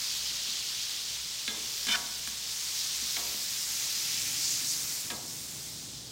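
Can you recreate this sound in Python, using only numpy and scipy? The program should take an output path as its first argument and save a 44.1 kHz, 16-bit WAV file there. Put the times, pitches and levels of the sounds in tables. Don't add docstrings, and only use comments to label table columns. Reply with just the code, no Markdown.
import sys
import numpy as np
from scipy import signal
from scipy.fft import rfft, irfft, next_fast_len
from scipy.io import wavfile
from scipy.ndimage import uniform_filter1d

SR = 44100
rng = np.random.default_rng(int(sys.argv[2]) if len(sys.argv) > 2 else 0)


def bounce(signal):
    frames = np.transpose(np.atleast_2d(signal))
    limited = np.clip(frames, -1, 1)
    pcm = np.round(limited * 32767).astype(np.int16)
    wavfile.write(sys.argv[1], SR, pcm)


N = 269450
TIME = np.arange(N) / SR


def amp(db):
    return 10 ** (np.asarray(db) / 20)


def unit_rms(x):
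    return x / np.sqrt(np.mean(x ** 2) + 1e-20)


def gain_at(spectrum, hz):
    f, db = np.transpose(spectrum)
    return amp(np.interp(np.log(hz + 1), np.log(f + 1), db))


def follow(rows, t):
    times, *columns = np.transpose(rows)
    return [np.interp(t, times, column) for column in columns]


def bell(hz, centre_hz, octaves):
    return np.exp(-(np.log2(hz / centre_hz) / octaves) ** 2)


def coloured(x, spectrum):
    size = next_fast_len(len(x))
    gain = gain_at(spectrum, np.fft.rfftfreq(size, 1 / SR))
    return unit_rms(irfft(rfft(x, size) * gain, size)[:len(x)])


def lowpass(x, hz):
    return signal.lfilter(*signal.butter(1, min(hz, SR * .45), fs=SR), x)


def add(mix, start_s, sound):
    part = mix[round(start_s * SR):][:len(sound)]
    part += sound[:len(part)]


def ring(modes, favoured_hz=0, octaves=0.93, contrast_db=10):
    t = TIME[:SR]
    hz, db, t60 = np.transpose(modes)[:, :, None]
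    if favoured_hz:
        db = db + contrast_db * (bell(hz, favoured_hz, octaves) - 1)
    signs = (-1) ** np.arange(len(hz))
    return signs @ (amp(db - 60 * t / t60) * np.sin(2 * np.pi * hz * t))


# frequency in Hz, relative spectral density in dB.
ENGINE_SPECTRUM = [(25, -21), (60, -16), (90, -6), (115, -0.5), (150, 1.5), (200, -4), (290, -3),
                   (400, -12), (700, -15), (2000, -25.5)]


def engine(noise_db=-53, near_s=4.24, rise_db_per_s=19, drone_hz=114, drone_db=-60, waver=0.022):
    approach = amp(noise_db - rise_db_per_s * np.maximum(near_s - TIME, 0))
    noise = approach * coloured(rng.standard_normal(N), ENGINE_SPECTRUM)
    drift = unit_rms(uniform_filter1d(rng.standard_normal(N), size=4000))
    pitch = drone_hz * (1 + waver * drift)
    drone = np.sqrt(2) * np.sin(2 * np.pi * np.cumsum(pitch) / SR)
    return noise + amp(drone_db) * np.interp(TIME, [4.8, 5.9], [0, 1]) * drone


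# frequency in Hz, relative spectral density in dB.
BURNER_SPECTRUM = [(20, -44), (40, -5), (52, -33), (62, 8), (78, -15.5), (115, -1.5), (160, -5.5),
                   (250, -12), (400, -12), (800, -15), (2000, -19), (8000, -31)]


def burner(level_db=-56.5):
    return amp(level_db) * coloured(rng.standard_normal(N), BURNER_SPECTRUM)


def patio(x, bass_t60=0.92, treble_t60=0.4, dull_hz=1300, build_s=0.0092, echoes_per_s=2500):
    t = TIME[:SR]
    echoes = rng.choice([-1., 1.], SR) * (rng.random(SR) < echoes_per_s / SR)
    echoes *= 1 - np.exp(-(t / build_s) ** 2)
    bass = lowpass(lowpass(echoes, dull_hz), dull_hz)
    bass_decay = amp(-60 * t / bass_t60)
    tail = bass * bass_decay + 0.43 * (echoes - bass) * amp(-60 * t / treble_t60)
    return signal.oaconvolve(x, tail / np.linalg.norm(echoes * bass_decay))[:N]


# frequency in Hz, relative level in dB, 60 dB decay time in seconds.
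PLATE_MODES = [(452, -11, .5), (592, -10, .5), (685, -6, .7), (727, -7, .7), (830, -11, .6), (956, 0, .7),
               (1124, 1, .62), (1456, 0, .45), (2111, -7, .5), (3097, -4, .5), (3596, 0, .28)]


def griddle(scraped_db=-50.75, struck_db=-25, scraped_spot_hz=1020):
    out = np.zeros(N)
    slip_power = hand_force(TIME) ** 2 + 1e-16
    for hz, db, t60 in PLATE_MODES:
        retained = amp(-60 / t60 / SR) ** 2
        energy = signal.lfilter([1], [1, -retained], slip_power)
        gain = amp(scraped_db + db + 3.5 * bell(hz, scraped_spot_hz, octaves=0.55))
        out += gain * np.sqrt(energy) * np.sin(2 * np.pi * hz * TIME)
    for start, force_db, _, _, cutoff_hz, spot_hz, _ in SPATULA_TAPS:
        plate = ring(PLATE_MODES, spot_hz, octaves=0.59, contrast_db=17)
        add(out, start, amp(force_db + struck_db) * lowpass(plate, cutoff_hz))
    return out


# frequency in Hz, relative spectral density in dB.
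SLIDE_SPECTRUM = [(100, -24), (230, -5), (450, 3.5), (700, -4), (1100, -2), (2000, -25), (6000, -45)]


def slides(level_db=-52.5, attack_s=0.0097, fade_db_per_s=125):
    envelope = np.zeros(N)
    for start, *_, slide_s in SPATULA_TAPS:
        if slide_s:
            t = TIME - start
            attack = np.clip(t / attack_s, 0, 1)
            envelope += attack * amp(level_db - fade_db_per_s * np.maximum(t - slide_s, 0))
    return envelope * coloured(rng.standard_normal(N), SLIDE_SPECTRUM)


# time in seconds, force in dB, pitch that the bent edge favours in Hz.
SCRAPE_STROKE = [(1.880, -48, 2900), (1.887, -28, 2700), (1.902, -32, 2670), (1.921, -26.5, 3620),
                 (1.932, -27.5, 3400), (1.943, -30, 1520), (1.952, -26.5, 1520), (1.963, -37, 1500)]


def hand_force(t):
    during = (t >= SCRAPE_STROKE[0][0]) & (t < SCRAPE_STROKE[-1][0])
    return amp(follow(SCRAPE_STROKE, t)[0]) * during


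# frequency in Hz, bandwidth in Hz, relative level in dB.
PRESSED_MODES = [(1514, 28, -2.5), (1700, 170, -2.5), (2290, 76, -2), (2420, 30, -4), (2940, 99, -4),
                 (3050, 59, 1), (3560, 32, 1.5), (4400, 200, -3), (5140, 360, 1.5)]


def scrape(slips_per_s=700, jitter=.35, grit=0.35, focus_db=9, hiss_db=-11):
    t = np.arange(SCRAPE_STROKE[0][0], SCRAPE_STROKE[-1][0], 1 / SR)
    favoured_hz = follow(SCRAPE_STROKE, t)[1]
    wander, rasp = rng.standard_normal((2, SR))[:, :len(t)]
    rate = slips_per_s * np.exp(jitter * unit_rms(uniform_filter1d(wander, size=40)))
    slip_count = np.floor(np.cumsum(rate) / SR)
    slips = unit_rms(np.diff(slip_count, prepend=0)) + grit * rasp
    blade = np.zeros(len(t))
    for hz, width, db in PRESSED_MODES:
        mode = unit_rms(signal.lfilter(*signal.iirpeak(hz, hz / width, SR), slips))
        blade += amp(db + focus_db * bell(hz, favoured_hz, octaves=0.47)) * mode
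    blade /= np.sqrt(uniform_filter1d(blade ** 2, size=300) + 1e-12)
    out = np.zeros(N)
    add(out, t[0], hand_force(t) * (blade + amp(hiss_db) * coloured(slips, CLICK_SPECTRUM)))
    return out


# frequency in Hz, relative level in dB.
CLICK_SPECTRUM = [(100, -11), (600, -24), (1200, -5), (2300, 3.5), (4700, 2), (6000, 2), (8000, -3),
                  (16000, -15)]
# frequency in Hz, relative level in dB, 60 dB decay time in seconds.
BLADE_MODES = [(939, -21, 0.29), (1290, -6, 0.25), (1636, 0.5, 0.24), (1680, -7.5, 0.26),
               (2094, -5.5, 0.38), (2200, 5, 0.037), (2460, -5, 0.056), (2800, 3, 0.034), (3490, 1.5, 0.32),
               (4030, 6, 0.13), (4870, -10, 0.29)]
CART_MODES = [(198, -1, 0.1), (216, 2.5, 0.16), (264.4, -0.5, 0.12), (333, -13, 0.11), (425, -8.5, 0.18),
              (514, -21.5, 0.2)]
# start in seconds, force in dB, blade ring relative to the force
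# in dB, weight on the cart in dB, contact cut-off in Hz, pitch the spot favours in Hz, slide in seconds.
SPATULA_TAPS = [(.478, -43, -25, -51, 3000, 500, 0), (1.4781, -18, -16.5, -43, 6000, 3100, .09),
                (1.8687, -15.5, -22, -46, 10000, 5600, 0), (1.884, -34, -25, -40, 4000, 2400, 0),
                (1.9195, -25, -22, -58, 10000, 3600, 0), (1.954, -19, -21, -63, 2200, 1600, 0.002),
                (2.0977, -44, -19, -64, 12000, 5000, 0), (2.2742, -18, -28, -52, 13000, 5200, 0),
                (3.020, -36, -25, -49, 2000, 500, 0), (3.1666, -19, -24, -53.5, 4200, 766, 0.14),
                (3.340, -30, -28, -51, 1510, 450, 0), (5.1018, -17.5, -19, -54, 3800, 744, 0.038),
                (5.114, -33, -18, -44, 1500, 700, 0.0043)]


def taps(click_db=-9, usual_t60=0.045, usual_cutoff_hz=6000):
    out, t, cart = np.zeros(N), TIME[:SR], ring(CART_MODES)
    for start, force_db, blade_db, weight_db, cutoff_hz, spot_hz, _ in SPATULA_TAPS:
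        t60 = usual_t60 * (usual_cutoff_hz / cutoff_hz) ** 0.85
        click = coloured(rng.standard_normal(SR), CLICK_SPECTRUM) * amp(click_db - 60 * t / t60)
        blade = amp(blade_db) * ring(BLADE_MODES, spot_hz, octaves=1.03, contrast_db=8.5)
        impact = amp(force_db) * (click + blade) + amp(weight_db) * cart
        add(out, start, lowpass(impact, cutoff_hz))
    return out


def bubbles(per_s, spread_db, cycles, sizes=12):
    out = np.zeros(N)
    for hz in np.geomspace(900, 15000, sizes):
        count = int(per_s / sizes * N / SR * np.sqrt(hz / 4000))
        when, chance, sign = rng.random((40000, 3))[:count].T
        strength = amp(spread_db * np.minimum(-np.log(1 - chance), 4)) * np.sign(sign - .5)
        bursts = np.bincount((when * N).astype(int), strength, N)
        radius, angle = np.exp(-np.pi * hz / cycles / SR), 2 * np.pi * hz / SR
        pops = signal.lfilter([1, 0, -1], [1, -2 * radius * np.cos(angle), radius ** 2], bursts)
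        out += unit_rms(pops) * np.sqrt(hz)
    return unit_rms(out)


# start in seconds, length in seconds, peak level in dB, bubble pitch in Hz.
BUTTER_FLARES = [(0.407, 0.18, -38.5, 3700), (1.6, .3, -48, 15000), (2.6, .46, -40, 5230),
                 (3.0, 0.61, -44, 14500), (3.778, 1, -45.5, 2720), (4.327, 0.31, -32, 5600),
                 (4.635, .14, -32.5, 5900)]


def flares(hz, t):
    power = np.zeros((len(hz), len(t)))
    for start, length, level_db, pitch in BUTTER_FLARES:
        band = bell(hz + 1, pitch, octaves=0.41)
        swell = np.sin(np.pi * np.clip((t - start) / length, 0, 1)) ** 2
        power += amp(level_db) ** 2 * np.outer(band / band.sum(), swell)
    return power


# time in seconds, hiss level in dB, typical bubble pitch in Hz.
BUBBLING_COURSE = [(0.0, -34, 5430), (0.3, -34.5, 5180), (0.8, -35.5, 5190), (1.38, -37.5, 5300),
                   (1.8, -35.5, 5430), (2.1, -37.6, 5570), (2.42, -37.5, 5430), (2.6, -35, 5580),
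                   (3.1, -33.5, 5500), (3.35, -36, 5530), (3.7, -33.5, 5850), (4.08, -32.5, 5550),
                   (4.28, -34, 5870), (4.97, -35.5, 6100), (5.21, -42, 5920), (5.4, -40.5, 6220),
                   (5.68, -41.5, 5930), (6.1, -45.5, 5400)]
# frequency in Hz, relative spectral density in dB.
SIZZLE_SPECTRUM = [(250, -20.5), (600, -21.5), (1000, -15.5), (1600, -12.5), (2200, -7.5), (2800, -6),
                   (3400, -2), (5200, 0.5), (7000, -1.5), (8500, -5.5), (10000, -9.5), (11700, -13),
                   (14500, -10.5), (16000, -13)]


def sizzle(hz, t, splutter_hz=2900, spray_hz=10000, usual_hz=5650, simmer_db=-39.5):
    level_db, pitch = follow(BUBBLING_COURSE, t)
    f = hz[:, None] + 1
    colour = gain_at(SIZZLE_SPECTRUM, f) ** 2
    low_band = 1 / (1 + (f / splutter_hz) ** 14)
    high_band = 1 / (1 + (spray_hz / f) ** 20)
    pitch_ratio = pitch / usual_hz
    tilt = np.minimum(f, 6500) ** (6.9 * np.log(pitch_ratio))
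    hiss = (gain_at(SIZZLE_SPECTRUM, f / pitch_ratio ** 0.72) * tilt) ** 2
    lively_db = np.maximum(level_db - simmer_db, 0)
    hiss *= amp(0.41 * lively_db * bell(f, centre_hz=5500, octaves=0.46)) ** 2
    calm_db = np.maximum(simmer_db - level_db, 0)
    spray_db = -8 + 29 * np.log2(pitch_ratio) - 0.55 * calm_db
    splutter_db = -12.5 - 1.2 * calm_db
    layers = [(hiss * (1 - low_band) * (1 - high_band), 0),
              (colour * low_band, splutter_db),
              (colour * high_band, spray_db)]
    return sum(shape / shape.sum(0) * amp(level_db + db) ** 2 for shape, db in layers)


def butter(spit_db=-12, cluster_db=0.83, flutter_db=0.15):
    fizz = bubbles(per_s=30000, spread_db=0.5, cycles=2.38)
    spits = bubbles(per_s=520, spread_db=2, cycles=1.24)
    hz, t, bands = signal.stft(unit_rms(fizz + amp(spit_db) * spits), SR, nperseg=512)
    energy = abs(bands) ** 2
    bands /= np.sqrt(energy.mean(axis=1, keepdims=True) / energy.mean())
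    power = sizzle(hz, t) + flares(hz, t)
    clusters = uniform_filter1d(rng.standard_normal(bands.shape), size=16, axis=0)
    clusters = unit_rms(uniform_filter1d(clusters, size=5, axis=1))
    flutter = unit_rms(uniform_filter1d(rng.standard_normal(len(t)), size=8))
    bands *= np.sqrt(power * len(hz)) * amp(cluster_db * clusters + flutter_db * flutter)
    return signal.istft(bands, SR, nperseg=512)[1][:N]


def scene(room_db=-3):
    spatula = taps() + scrape() + slides()
    mono = butter() + spatula + amp(room_db) * patio(spatula) + griddle() + burner() + engine()
    return np.array([mono, mono])


def record(dry, edge_hz=15930):
    kernel = signal.firwin(511, edge_hz, window=("kaiser", 9), fs=SR)
    return signal.oaconvolve(dry, kernel[None], "same")


dry = scene()
out = record(dry)
bounce(out)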